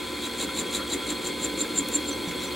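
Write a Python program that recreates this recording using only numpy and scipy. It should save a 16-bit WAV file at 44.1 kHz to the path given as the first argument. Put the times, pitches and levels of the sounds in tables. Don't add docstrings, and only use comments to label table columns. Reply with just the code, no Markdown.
import sys
import numpy as np
from scipy import signal
from scipy.fft import rfft, irfft, next_fast_len
from scipy.io import wavfile

SR = 44100
rng = np.random.default_rng(int(sys.argv[2]) if len(sys.argv) > 2 else 0)


def waveform_to_disk(signal):
    frames = np.transpose(np.atleast_2d(signal))
    scaled = np.clip(frames, -1, 1) * 32767
    samples = np.round(scaled).astype(np.int16)
    wavfile.write(sys.argv[1], SR, samples)


N = 112454

# hardest contact t/s, scrape level/dB, tool ring level/dB,
# squeal level/dB, carriage shudder level/dB
RUB_EVENTS = [(0.259, -39.5, -34.5, -73, -46), (0.426, -33.5, -33, -48, -38),
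              (0.598, -34, -32.5, -29.5, -49), (0.764, -34, -35.5, -37, -39),
              (0.937, -35, -31.5, -33, -30.5), (1.106, -35.5, -36, -35, -29.5),
              (1.274, -37, -43, -33.5, -38.5), (1.448, -35.5, -39, -26, -32.5),
              (1.617, -37.5, -42, -25, -32.5), (1.789, -38, -42, -21, -29.5),
              (1.958, -37, -51, -20.5, -31.5), (2.093, -47, -47, -31, -31), (2.295, -59, -60, -43.5, -39),
              (2.446, -47, -39.5, -41, -37.5)]


def undb(db):
    return 10 ** (np.asarray(db) / 20)


def unit(x):
    return x / np.sqrt(np.mean(x ** 2))


def noise():
    return rng.standard_normal(N)


def walk(rate):
    size = next_fast_len(N, real=True)
    f = np.fft.rfftfreq(size, 1 / SR)
    spectrum = rfft(rng.standard_normal(size)) / (1 + (f / rate) ** 2) ** 2
    return unit(irfft(spectrum, size)[:N])


def colour(x, points):
    hz, db = np.array(points).T
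    log_f = np.log(np.fft.rfftfreq(N, 1 / SR) + 1)
    return irfft(rfft(x) * undb(np.interp(log_f, np.log(hz), db)), N)


def resonate(x, hz, width):
    size = next_fast_len(N, real=True)
    f = np.fft.rfftfreq(size, 1 / SR) + 1
    response = 1 / (1 + 1j * (f - hz * hz / f) / width)
    return unit(irfft(rfft(x, size) * response, size)[:N])


def grit(spread_db):
    return unit(noise() * undb(spread_db * walk(2250)))


def tone(hz):
    return np.sqrt(2) * np.sin(2 * np.pi * (np.cumsum(hz) / SR + rng.random()))


def swell(t, rise, fall):
    return np.exp(-(t / np.where(t < 0, rise, fall)) ** 2)


def motor(t):
    # f/Hz, level/dB
    tone_lines = [(72.5, -54), (113, -59.5), (193.8, -56), (240, -46.5), (290.5, -45), (360, -44),
                  (448, -58.5), (480, -56.5), (531, -50), (770, -58.5), (1010.4, -46.5), (2141, -52),
                  (3269, -48), (4281.5, -52)]
    # f/Hz, relative level/dB
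    rumble_shape = [(25, -50), (45, -36), (60, -5.5), (85, -15), (140, -12), (200, -4), (260, -3.5),
                    (300, 2.5), (400, -3), (520, -3.5), (660, -20.5), (900, -15), (1400, -32)]
    # t/s, relative level/dB
    load_curve = [(0, -3), (.4, -2), (1.2, -1.5), (1.75, 0.5), (2.55, 0.5)]
    flutter_db, rumble_db = 0.5, -36.5
    speed = 1 + 0.00052 * walk(5.1)

    lines = sum(undb(db + flutter_db * walk(28)) * tone(hz * speed) for hz, db in tone_lines)
    load_db = np.interp(t, *np.array(load_curve).T)
    rumble = undb(rumble_db + load_db) * unit(colour(noise(), rumble_shape))
    whistle = undb(-62) * tone(np.full(N, 15734))
    return lines + rumble + whistle


def gears(t):
    # f/Hz, relative level/dB
    rattle_shape = [(500, -10), (1000, 1), (1800, -4), (2250, 4.5), (2900, -4.5), (3150, -3), (3450, -1.5),
                    (4300, -0.5), (4750, -7), (5600, -12.5), (8000, -8.5), (10500, -11), (13000, -20.5),
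                    (15800, -27)]
    # f/Hz, width of the narrower filter/Hz, level/dB
    housing_modes = [(1365, 15, -52), (1532, 57, -51.5), (2159, 37, -50.5), (2406, 150, -59),
                     (3288, 31, -45.5), (3367, 24, -47.5), (3525, 41, -49), (3710, 79, -51.5),
                     (4285, 61, -46), (4920, 40, -58), (6970, 180, -56), (8040, 41, -56), (11270, 260, -63)]
    rattle_db, grit_db, surge_db = -39.5, 2.5, 1
    pulse_hz, pulse_depth = 118.2, 0.097

    teeth = grit(grit_db) * (1 + pulse_depth * np.sin(2 * np.pi * pulse_hz * t))
    rattle = undb(rattle_db) * unit(colour(teeth, rattle_shape))
    rings = 0
    for hz, width, db in housing_modes:
        ring = resonate(resonate(grit(grit_db), hz, width), hz, 5 * width)
        rings = rings + undb(db + surge_db * walk(31)) * ring
    return rattle + rings


def workshop(x):
    t60_s = 0.12
    t = np.arange(SR // 2) / SR
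    tail = rng.standard_normal(len(t)) * np.exp(-np.log(1000) * t / t60_s)
    return irfft(rfft(x) * rfft(tail / np.sqrt(np.sum(tail ** 2)), N), N)


def rubbing(t):
    # f/Hz, relative level/dB
    scrape_shape = [(400, -5), (900, -4.5), (1450, -6.5), (1900, -2.5), (2500, 0.5), (3000, -3), (3700, 9),
                    (4600, 0), (5500, -13), (6300, -3.5), (7300, -5.5), (7900, -3.5), (8800, -1),
                    (9600, -5.5), (11200, -6), (13500, -15.5), (14500, -9), (15800, -28)]
    # f/Hz, width/Hz, level relative to the shaped scrape/dB
    tool_modes = [(6030, 210, -16.5), (6390, 200, -12.5), (7060, 61, -4.5), (7550, 140, -5),
                  (8220, 120, -15), (8980, 100, -12)]
    rise_s, fall_s, grit_db = 0.043, 0.022, 3
    ring_hz, ring_wander_hz, ring_lead_s, ring_s = 3887, 98.3, 0.012, 0.016
    chop_db, chop_hz = 2.5, 254

    contact = sum(undb(r[1]) * swell(t - r[0], rise_s, fall_s) for r in RUB_EVENTS)
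    rasp = unit(colour(grit(grit_db), scrape_shape))
    rasp = rasp + sum(undb(db) * resonate(grit(grit_db), hz, width) for hz, width, db in tool_modes)
    chop = unit(undb(chop_db * walk(chop_hz)))
    bite = sum(undb(r[2]) * swell(t - r[0] + ring_lead_s, ring_s, ring_s) for r in RUB_EVENTS)
    ring = tone(ring_hz + ring_wander_hz * walk(540))
    return chop * (contact * rasp + bite * ring)


def carriage_shudder(t):
    pitch_hz, wander_hz, lag_s, spread_s = 297.2, 13.5, 0.015, 0.018
    shudder = sum(undb(r[4]) * swell(t - r[0] - lag_s, spread_s, spread_s) for r in RUB_EVENTS)
    return shudder * tone(pitch_hz + wander_hz * walk(65))


def bed_growl(t):
    # f/Hz, relative level/dB
    growl_shape = [(40, -47), (90, -23), (190, 1.5), (300, 3.5), (450, 1.5), (560, -2), (700, -16),
                   (1000, -7.5), (1400, -12.5), (2000, -12.5), (3500, -33)]
    growl_db, lag_s, spread_s = -1.5, 0.011, 0.052
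    force = sum(undb(r[1]) * swell(t - r[0] - lag_s, spread_s, spread_s) for r in RUB_EVENTS)
    return undb(growl_db) * force * unit(colour(noise(), growl_shape))


def squeal(t):
    # f/Hz, relative level/dB
    squeal_modes = [(6330, -27), (6930, -12), (7192, -1), (7391, 0), (7650, -22), (8480, -13), (8830, -18)]
    grow_s, die_s, rough_db = 0.012, 0.0055, 0.5
    jitter = 0.008

    grip = 0
    for r in RUB_EVENTS:
        time_constant = np.where(t < r[0], grow_s, die_s)
        grip = grip + undb(r[3]) * np.exp(-np.abs(t - r[0]) / time_constant)
    modes = sum(undb(db) * tone(hz * (1 + jitter * walk(280))) for hz, db in squeal_modes)
    return grip * undb(rough_db * walk(220)) * modes


def ticks_and_knocks(t):
    # onset t/s, f/Hz, width/Hz, onset level/dB, decay time constant/s
    knock_events = [(.485, 1385, 90, -36, 0.017), (.62, 1380, 150, -41, .012),
                    (0.792, 1350, 70, -33.5, 0.027), (1.112, 1530, 120, -39, .02),
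                    (1.442, 1520, 100, -39.5, 0.016), (1.648, 1520, 150, -35, 0.009),
                    (1.885, 9000, 7000, -31.5, 0.007), (2.275, 167, 29.7, -35, 0.035),
                    (2.311, 2120, 260, -31, 0.014), (2.436, 4500, 5000, -32.5, 0.0041)]
    knocks = 0
    for start, hz, width, db, decay in knock_events:
        envelope = (t > start) * np.exp(-np.abs(t - start) / decay)
        knocks = knocks + undb(db) * envelope * resonate(noise(), hz, width)
    return knocks


def easing_squeaks(t):
    # centre t/s, f at centre/Hz, level/dB
    squeak_events = [(2.125, 6200, -43), (2.29, 5960, -50), (2.411, 5740, -50), (2.474, 6000, -50)]
    spread_s, sag_hz_per_s, rough_db = 0.019, 5400, 5
    pitch = 1 + 0.018 * walk(550)
    squeaks = 0
    for centre, hz, db in squeak_events:
        sagging = tone(hz * pitch - sag_hz_per_s * (t - centre))
        squeaks = squeaks + undb(db) * swell(t - centre, spread_s, spread_s) * sagging
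    return squeaks * undb(rough_db * walk(400))


def scene():
    # f/Hz, gain level/dB
    width_shape = [(30, -35), (125, -5), (280, -14.5), (550, -6), (1000, -9.5), (2000, -11), (4000, -12),
                   (8000, -11.5), (11000, -36)]
    room_db = -18
    t = np.arange(N) / SR
    drive = motor(t) + gears(t)
    cutting = rubbing(t) + carriage_shudder(t) + bed_growl(t) + squeal(t)
    cutting = cutting + ticks_and_knocks(t) + easing_squeaks(t)
    mid = drive + cutting + undb(room_db) * workshop(cutting)
    side = colour(workshop(drive + cutting), width_shape)
    return np.array([mid + side, mid - side])


def record(dry):
    ripple_db, stop_db, top_hz = 0.1, 80, 15780
    low_pass = signal.ellip(12, ripple_db, stop_db, top_hz, fs=SR, output="sos")
    return signal.sosfilt(low_pass, dry)


dry = scene()
out = record(dry)
waveform_to_disk(out)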